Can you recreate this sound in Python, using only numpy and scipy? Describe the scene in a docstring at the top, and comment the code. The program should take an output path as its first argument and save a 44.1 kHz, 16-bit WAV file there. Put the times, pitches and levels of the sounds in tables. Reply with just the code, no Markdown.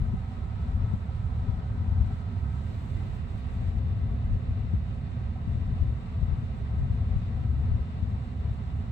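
"""A small diesel machine roars steadily beside a shed, off to the left of a hand-held phone with two ports.
Resonant noise and faint firing lines make a low rumble, whose bass keeps ducking and returning on the left.
Even noise, slightly roughened by sparse random clicks, rings bodywork and shed as a smeared clatter, changing
colour as the phone turns; a panel rings to a few knocks. Wind thumps the left port with short sinking pulses
and brushes the right once with low noise; a thin band of noise hisses and flares up briefly."""
import sys
import numpy as np
from scipy import signal
from scipy.fft import rfft, irfft, next_fast_len
from scipy.io import wavfile
from scipy.ndimage import uniform_filter1d

SR = 44100
rng = np.random.default_rng(int(sys.argv[2]) if len(sys.argv) > 2 else 0)


def dump(signal):
    """Clip the signal to [-1, 1] and save it as 16-bit WAV at the path in sys.argv[1]."""
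    limited = np.clip(np.atleast_2d(signal).T, -1, 1)
    pcm = np.round(limited * 32767).astype(np.int16)
    wavfile.write(sys.argv[1], SR, pcm)


N = 392931
SIZE = next_fast_len(N)
HZ = np.arange(SIZE // 2 + 1) * SR / SIZE
TIME = np.arange(N) / SR

# hiss level at the right port; its flares also lift the rattle: start_s, level_db
HISS_LEVEL = [(0, -84.5), (1.9, -86), (2.12, -81.5), (2.25, -86.5), (2.48, -84.5), (2.58, -80),
              (3.16, -79.5), (3.23, -85), (3.4, -82.5), (3.69, -81), (3.74, -88), (5.3, -87.5), (5.92, -86),
              (6.05, -86), (8.91, -86.5)]
HISS_CALM_DB = -85
# phase by which the left port leads: freq_hz, lead_rad
LEFT_LEAD_PHASE = [(0, 0), (690, 1.34), (990, 1.1), (1075, 2), (1150, 1.6), (1220, 3), (1312, 1.0),
                   (1380, 3.5), (1640, 4.5), (2330, 7), (2580, 8), (3010, 11), (3620, 11), (4390, 15),
                   (6290, 19), (7670, 16.5), (9220, 20.5), (13300, 20.5), (15200, 23.5)]


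def amp(db):
    """dB to gain."""
    return 10 ** (np.asarray(db) / 20)


def curves(table):
    """The columns of a table, after the time column, at every sample."""
    s, *columns = np.transpose(table)
    return [np.interp(TIME, s, column) for column in columns]


def noise():
    """Spectrum of white noise."""
    return rfft(rng.standard_normal(SIZE))


def play(spectrum):
    """Sound of a spectrum, rms 1 over all its channels."""
    x = irfft(spectrum, SIZE)[..., :N]
    return x / np.sqrt(np.mean(x ** 2))


def peak(hz, width_hz):
    """Power response of a resonance applied twice."""
    return 1 / (1 + (2 * (HZ - hz) / width_hz) ** 2) ** 2


def colour(points):
    """Gains along (Hz, dB, dB ..) points, one for each dB column, silent outside them."""
    hz, *dbs = np.transpose(points)
    return amp([np.interp(np.log(HZ + 1), np.log(hz), db, left=-200, right=-200) for db in dbs])


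def walk(rate_hz):
    """Random levels held for 1 / rate_hz and slewed twice; spread near 1."""
    hold = int(SR / rate_hz)
    steps = np.repeat(rng.standard_normal(N // hold + 1), hold)
    return 1.3 * uniform_filter1d(uniform_filter1d(steps, hold), hold)[:N]


def ports(db, open_db, share, lead_s):
    """Left and right gains: right at db; left open_db over it, falling at once in ducks and creeping back."""
    # left bass ducks, depth before each layer's share: start_s, length_s, depth_db
    duck_events = [(0.154, 0.55, 6), (0.962, 0.48, 6.5), (1.595, 0.2, 5), (2.14, 1.46, 6.5),
                   (4.144, 0.18, 4.5), (4.366, 0.14, 7), (4.771, 0.74, 6), (5.93, 0.29, 6),
                   (6.424, 0.34, 4.5), (7.18, 0.16, 3), (7.807, 0.23, 4.5), (8.161, 0.3, 6),
                   (8.52, 0.62, 5.5)]
    fall_s, rise_s = 0.012, 0.099
    duck_db = np.zeros(N)
    for start_s, length_s, depth_db in duck_events:
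        end_s = start_s + max(length_s - lead_s, 2 * fall_s)  # lead_s: how much earlier the layer is back
        knee_s = max(end_s - rise_s, start_s + fall_s)
        shape = np.interp(TIME, [start_s, start_s + fall_s, knee_s, end_s], [0, 1, 1, 0])
        duck_db = np.maximum(duck_db, depth_db * shape)
    return amp(db + np.array([open_db - share * duck_db, np.zeros(N)]))


def even(x):
    """Divides out part of the chance swells that the two ports share."""
    evenness, span_s = 0.23, 0.082
    swell = uniform_filter1d(np.mean(x ** 2, axis=0), int(span_s * SR))
    x = x / (swell + 0.018) ** (evenness / 2)
    return x / np.sqrt(np.mean(x ** 2))


def rumble():
    """Turbulent noise rings low resonances; both ports hear nearly the same pressure."""
    # deep rumble at the right port: start_s, level_db
    deep_level = [(0.03, -28), (0.12, -31.5), (0.3, -35.5), (0.82, -30), (1.0, -35.5), (1.25, -29),
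                  (1.6, -33.5), (2.02, -27.5), (2.22, -35.5), (2.45, -29.5), (2.7, -35), (2.95, -30),
                  (3.4, -33.5), (4.15, -30.5), (4.34, -26), (4.41, -31), (4.51, -30), (4.62, -35.5),
                  (4.75, -29), (5.0, -32), (5.75, -30.5), (5.95, -32), (6.7, -33.5), (6.85, -27),
                  (7.05, -31), (7.17, -28.5), (7.3, -33), (7.7, -28.5), (7.9, -34), (8.91, -32)]
    # deep resonances, the first two the lowest: freq_hz, width_hz, gain_db
    deep_modes = [(37, 9.2, -14), (53.6, 13, -8), (67.3, 12, 0), (85.7, 19, 3.5), (101.4, 15, -2.5),
                  (113.2, 11, 0), (130.3, 14.1, -4.5)]
    # upper resonances: freq_hz, width_hz, gain_db
    upper_modes = [(166.6, 32.4, 0.5), (188.4, 24, -2), (210.5, 24, -5.5), (234.7, 35.4, -3),
                   (269.6, 52, -15.5)]
    # likeness of the two ports: freq_hz, likeness_0_to_1
    port_likeness = [(25, 0.9), (45, 0.6), (65, 0.93), (130, 0.93), (250, 0.87)]
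    lowest_db, upper_mean_db = -10, -43  # lowest is relative to deep
    upper_follows = 0.18  # share of the deep swells
    # open_db, duck share, lead_s
    lowest_duck, deep_duck, upper_duck = (6.6, 2.2, 0.001), (2.93, 1.08, 0.001), (1.3, 0.54, 0.041)

    deep_db, = curves(deep_level)
    upper_db = upper_mean_db + upper_follows * (deep_db - deep_db.mean())
    alike = np.clip(np.interp(HZ, *np.transpose(port_likeness)), 0, 1)
    shared = noise()
    push = np.array([shared, alike * shared + np.sqrt(1 - alike ** 2) * noise()])

    def ring(modes):
        """The push through a set of resonances, summed in power."""
        power = sum(amp(db) ** 2 * peak(hz, width_hz) for hz, width_hz, db in modes)
        return even(play(push * np.sqrt(power)))

    lowest = ring(deep_modes[:2]) * ports(deep_db + lowest_db, *lowest_duck)
    deep = ring(deep_modes[2:]) * ports(deep_db, *deep_duck)
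    upper = ring(upper_modes) * ports(upper_db, *upper_duck)
    return lowest + deep + upper


def tones():
    """Multiples of a slightly wandering firing rate, and a steady-pitched hum; both duck on the left."""
    # firing lines at the right port: multiple_of_firing_rate, level_db
    firing_orders = [(1, -49.5), (2, -37.5), (3, -43.5), (4, -52), (6, -56.5), (7, -58)]
    # hum at the right port: start_s, level_db
    hum_level = [(0, -40.5), (2, -46), (4, -40), (4.3, -44), (8.91, -51.5)]
    firing_hz, hum_hz = 34.87, 40
    lines_open_db, hum_open_db = 4, -3.5
    duck_share, lead_s = 1.42, 0.001

    firing_rad = 2 * np.pi * np.cumsum(firing_hz * (1 + 0.0015 * walk(1))) / SR
    lines = sum(amp(db + walk(2.2)) * np.sin(order * firing_rad + 2 * np.pi * rng.random())
                for order, db in firing_orders)
    hum = amp(curves(hum_level)[0]) * np.sin(2 * np.pi * hum_hz * TIME)
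    both = lines * ports(0, lines_open_db, duck_share, lead_s) + hum * ports(0, hum_open_db, duck_share, lead_s)
    return np.sqrt(2) * both  # levels are rms


def grainy_noise():
    """Spectrum of even noise with sparse random clicks that roughen it slightly."""
    clicks_per_s, clicks_db = 250, -9.5  # power beside the even noise
    hits = rng.random(SIZE) < clicks_per_s / SR
    clicks = hits * rng.standard_normal(SIZE) * np.sqrt(SR / clicks_per_s)
    return noise() + amp(clicks_db) * rfft(clicks)


def clatter():
    """Grainy noise rings bodywork and shed; the right port hears the direct share later, the rest is its own."""
    # bodywork and shed resonances, facing the shed and turned away:
    # freq_hz, width_hz, facing_left_db, facing_right_db, away_left_db, away_right_db, likeness_0_to_1
    body_modes = [(399.5, 206, -1.5, 0, 0, 0.5, 0.54), (527, 66, -7.5, -1, -2, -3, 0.78),
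                  (660.5, 147, -1.5, -1.5, -1, -1, 0.78), (761, 50, 2, 2, -0.5, 0, 0.89),
                  (821, 32, -14.5, -12, -10, -8, 0.88), (898, 80, -1, -2.5, -6.5, -8.5, 0.94),
                  (997, 92, -2, -0.5, -7.5, -3.5, 0.75), (1139, 170, -7, -6.5, -2.5, -7.5, 0.33),
                  (1260, 84, -8, 2, -6.5, -2.5, 0.69), (1308, 38, 0, -1.5, -7.5, -10.5, 0.89),
                  (1368, 60, -0.5, -11.5, -4, -9, 0.63), (1465, 46, -3, -5, -9, -7.5, 0.5),
                  (1530, 480, -17, -12, -14.5, -12, 0.29), (1558, 100, -9.5, -6.5, -8.5, -8, 0.45),
                  (1800, 510, -18.5, -18.5, -20, -15, 0.89), (1904, 170, -15.5, -12.5, -12.5, -12, 0.33),
                  (2035, 120, -14, -16, -11.5, -14.5, 0.2), (2180, 260, -21.5, -23.5, -18.5, -28, 0.51),
                  (2315, 210, -20, -16.5, -18.5, -16.5, 0.45), (2464, 70, -17, -17, -20.5, -16, 0.44),
                  (2550, 45, -19.5, -23, -28, -14.5, 0.66), (2720, 260, -18.5, -23, -17, -14, 0.46),
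                  (2910, 110, -21, -21.5, -18.5, -21, 0.39), (3016, 61, -29, -21.5, -28, -21.5, 0.37),
                  (3160, 320, -24, -24.5, -26, -26.5, 0.19), (3470, 150, -23, -20.5, -23, -24, 0.28),
                  (3695, 435, -25, -28.5, -25.5, -20.5, 0.33), (4000, 380, -31, -22, -28, -27.5, 0.18),
                  (4240, 130, -28, -34.5, -24.5, -28.5, 0.38), (4300, 140, -27.5, -26, -27.5, -29, 0.37),
                  (4516, 280, -32, -28, -32, -29.5, 0.05), (4790, 440, -33, -35, -34, -31.5, 0.12),
                  (5320, 950, -34, -33, -33.5, -38, 0.25)]
    # narrow bands altered by echoes: freq_hz, width_hz, left_db, right_db
    echo_dips = [(367, 34, -3, 0.5), (481, 46, -3.5, -4.5), (616, 37, -3, -3), (1190, 37, -2.5, -0.5),
                 (1363, 47, -1.5, -2), (1512, 37, -6, -5.5), (2310, 79, -1.5, -3.5), (2800, 50, -5, -3.5)]
    # the phone swings round: start_s, turn_0_facing_to_1_away
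    phone_turn = [(0, 0.36), (2.2, 0.2), (3.6, 0.92), (8.91, 0.73)]
    split_hz, rattle_hz = 900, 2200
    # right port: facing_db, away_db
    low_levels, high_levels, rattle_levels = (-53, -53.5), (-57.5, -59), (-63, -62)
    rattle_follows = 0.33  # share of the hiss flares
    # open_db, duck share, lead_s
    low_duck, high_duck, rattle_duck = (1.8, 0.5, 0.052), (0.67, 0.15, 0.08), (0.09, 0.033, 0.08)

    hz, width_hz, *dbs, alike = np.transpose(body_modes)
    peaks = np.array([peak(f, w) for f, w in zip(hz, width_hz)], dtype=np.float32)
    power = amp(np.array(dbs)) ** 2 @ peaks
    dips = amp(sum(np.outer([left_db, right_db], peak(f, w)) for f, w, left_db, right_db in echo_dips))
    direct = np.clip(np.interp(HZ, hz, alike), 0, 1)
    lag = np.exp(-1j * np.interp(HZ, *np.transpose(LEFT_LEAD_PHASE)))
    shared = grainy_noise()
    push = dips * np.array([shared, direct * lag * shared + np.sqrt(1 - direct ** 2) * noise()])
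    spectra = np.sqrt(power).reshape(2, 2, -1) * push  # facing or away, left or right

    low_share = 1 / (1 + (HZ / split_hz) ** 6)
    rattle_share = 1 - 1 / (1 + (HZ / rattle_hz) ** 6)
    high_share = 1 - low_share - rattle_share
    turn, = curves(phone_turn)

    def turned(facing, away):
        """Crossfade as the phone turns."""
        return (1 - turn) * facing + turn * away

    low, high, rattle = (turned(*play(spectra * share)) for share in (low_share, high_share, rattle_share))
    low_db = turned(*low_levels) + 0.43 * walk(30)
    high_db = turned(*high_levels) + 0.98 * walk(25)
    flare_db = curves(HISS_LEVEL)[0] - HISS_CALM_DB
    rattle_db = turned(*rattle_levels) + rattle_follows * flare_db + 0.7 * walk(22)
    return (low * ports(low_db, *low_duck) + high * ports(high_db, *high_duck)
            + rattle * ports(rattle_db, *rattle_duck))


def pair():
    """Spectra of noise that the ports partly share, later on the right."""
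    alike = 0.45
    shared = noise()
    lag = np.exp(-1j * np.interp(HZ, *np.transpose(LEFT_LEAD_PHASE)))
    return np.array([shared, alike * lag * shared + np.sqrt(1 - alike ** 2) * noise()])


def hiss():
    """Two bands of fine noise, stronger on the left when calm; flicker is mostly right and grows with flares."""
    # main band: freq_hz, left_db, right_db
    band_colour = [(5500, -12.5, -10), (6160, 0, -2), (6660, -4.5, -1), (7370, 2.5, 1.5), (8000, 1, -5.5),
                   (8550, -1.5, 1), (9140, -18, -7), (9500, -28, -16.5)]
    # top band: freq_hz, left_db, right_db
    top_colour = [(8000, -17, -23), (9200, -3.5, -2), (9720, -4.5, -1), (11500, 1, 3.5), (13500, 1.5, -2),
                  (16000, 4.5, -2.5)]
    band_pan_db, top_pan_db = 11.5, 4.5  # left over right, calm
    left_follows = 0.64  # left share of the band's flares
    top_calm_db = -88

    right_db, = curves(HISS_LEVEL)
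    flare_db = right_db - HISS_CALM_DB
    band, top = (play(colour(points) * pair()) for points in (band_colour, top_colour))
    flicker_db = (1.8 + 0.03 * np.clip(flare_db, 0, 10)) * walk(35)
    left_db = HISS_CALM_DB + band_pan_db + left_follows * flare_db
    band = band * amp([left_db, right_db])
    top = top * amp(top_calm_db + flare_db + np.array([[top_pan_db], [0]]))
    return (band + top) * amp(np.outer([0.4, 1.1], flicker_db))


def knocks():
    """Each engine knock swells quickly and rings out in a panel, never quite at the same pitch."""
    # knocks, pan is left over right: start_s, gain_db, pan_db
    knock_events = [(0.043, -56, 4), (0.166, -46, 0.0), (0.31, -43, -0.5), (1.087, -44, -5),
                    (1.285, -47.5, 0), (1.465, -53, 4), (2.104, -45, -4.0), (3.009, -46, -4),
                    (3.301, -55, 0.5), (3.883, -47, 1), (5.355, -43, 1), (5.774, -53, 2.5), (5.833, -55, 5),
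                    (6.249, -50, 5), (7.38, -51, 2)]
    # panel modes, ring is the time to fall 60 dB: freq_hz, gain_db, ring_s
    panel_modes = [(754, 0, 0.1), (644, -12, .04), (1330, -12, .05)]
    rise_s, pitch_spread = 0.0036, 0.012  # spread as a fraction of pitch

    out, t = np.zeros((2, N + SR)), TIME[:SR // 4]
    onset = 1 - np.exp(-t / rise_s)
    chance = rng.standard_normal((len(knock_events), len(panel_modes)))
    for (start_s, db, pan_db), shifts in zip(knock_events, chance):
        ring = np.zeros(len(t))
        for (hz, mode_db, ring_s), shift in zip(panel_modes, shifts):
            pitch_hz = hz * (1 + pitch_spread * shift)
            ring += amp(mode_db - 60 * t / ring_s) * np.sin(2 * np.pi * pitch_hz * t)
        start = int(start_s * SR)
        gains = amp(db + np.array([pan_db, -pan_db]) / 2)
        out[:, start:start + len(t)] += np.outer(gains, ring * onset)
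    return out[:, :N]


def thumps():
    """Wind slaps the left port: a cycle or two round a sharp dip, sinking in pitch as it fades."""
    # thumps, timed and pitched at the dip, gain before colouring: dip_s, gain_db, pitch_hz
    thump_events = [(0.142, -15, 183), (0.939, -15, 171), (1.494, -18.5, 121), (1.924, -20, 140),
                    (2.012, -16, 100), (3.626, -22.5, 170), (4.116, -23, 140.5), (4.353, -24.5, 121),
                    (4.512, -19, 130.4), (4.739, -14, 169), (5.216, -29, 260), (5.478, -19, 165),
                    (5.558, -18, 138), (5.821, -13.5, 99.4), (6.23, -16, 130.6), (6.286, -18.5, 109.5),
                    (6.323, -16.5, 109), (6.437, -24.5, 170), (6.82, -18, 89.7), (7.166, -13.5, 105),
                    (7.719, -13, 95), (8.029, -18, 139)]
    # thump colour: freq_hz, gain_db
    thump_colour = [(10, -0.5), (240, 1), (300, -8), (380, 3), (600, -8), (2000, -21)]
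    rise_cycles, fade_cycles = 0.44, 1.3
    sag_per_cycle, right_db = 0.64, -28  # right relative to left

    out = np.zeros(N)
    for dip_s, db, hz in thump_events:
        near = slice(int((dip_s - 0.04) * SR), int((dip_s + 0.04) * SR))
        cycles = (TIME[near] - dip_s) * hz
        envelope = np.exp(-(cycles / np.where(cycles < 0, rise_cycles, fade_cycles)) ** 2)
        sagged = cycles / (1 + sag_per_cycle * np.clip(cycles, 0, None))
        out[near] += amp(db) * envelope * -np.cos(2 * np.pi * sagged)
    out = irfft(rfft(out, SIZE) * colour(thump_colour)[0], SIZE)[:N]
    return out * amp([[0], [right_db]])


def gust():
    """Wind brushes the right port alone: low noise with a rough level."""
    # gust at the right port: start_s, level_db
    gust_level = [(0, -70.5), (2.5, -76), (2.7, -46.5), (2.85, -53.5), (2.95, -49.5), (3.3, -55),
                  (3.5, -83), (8.91, -78.5)]
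    # gust colour: freq_hz, gain_db
    gust_colour = [(200, -0.5), (300, 4), (420, -3), (600, -10)]
    db, = curves(gust_level)
    rough = play(colour(gust_colour)[0] * noise()) * amp(db + 2.0 * walk(25))
    return rough * np.array([[0], [1]])


def scene():
    """All sources at the two ports."""
    return rumble() + tones() + clatter() + hiss() + knocks() + thumps() + gust()


def record(dry):
    """The phone cuts the top with a steep low-pass."""
    top_hz = 15720
    return signal.sosfilt(signal.ellip(14, 0.2, 80, top_hz, fs=SR, output="sos"), dry)


dry = scene()
out = record(dry)
dump(out)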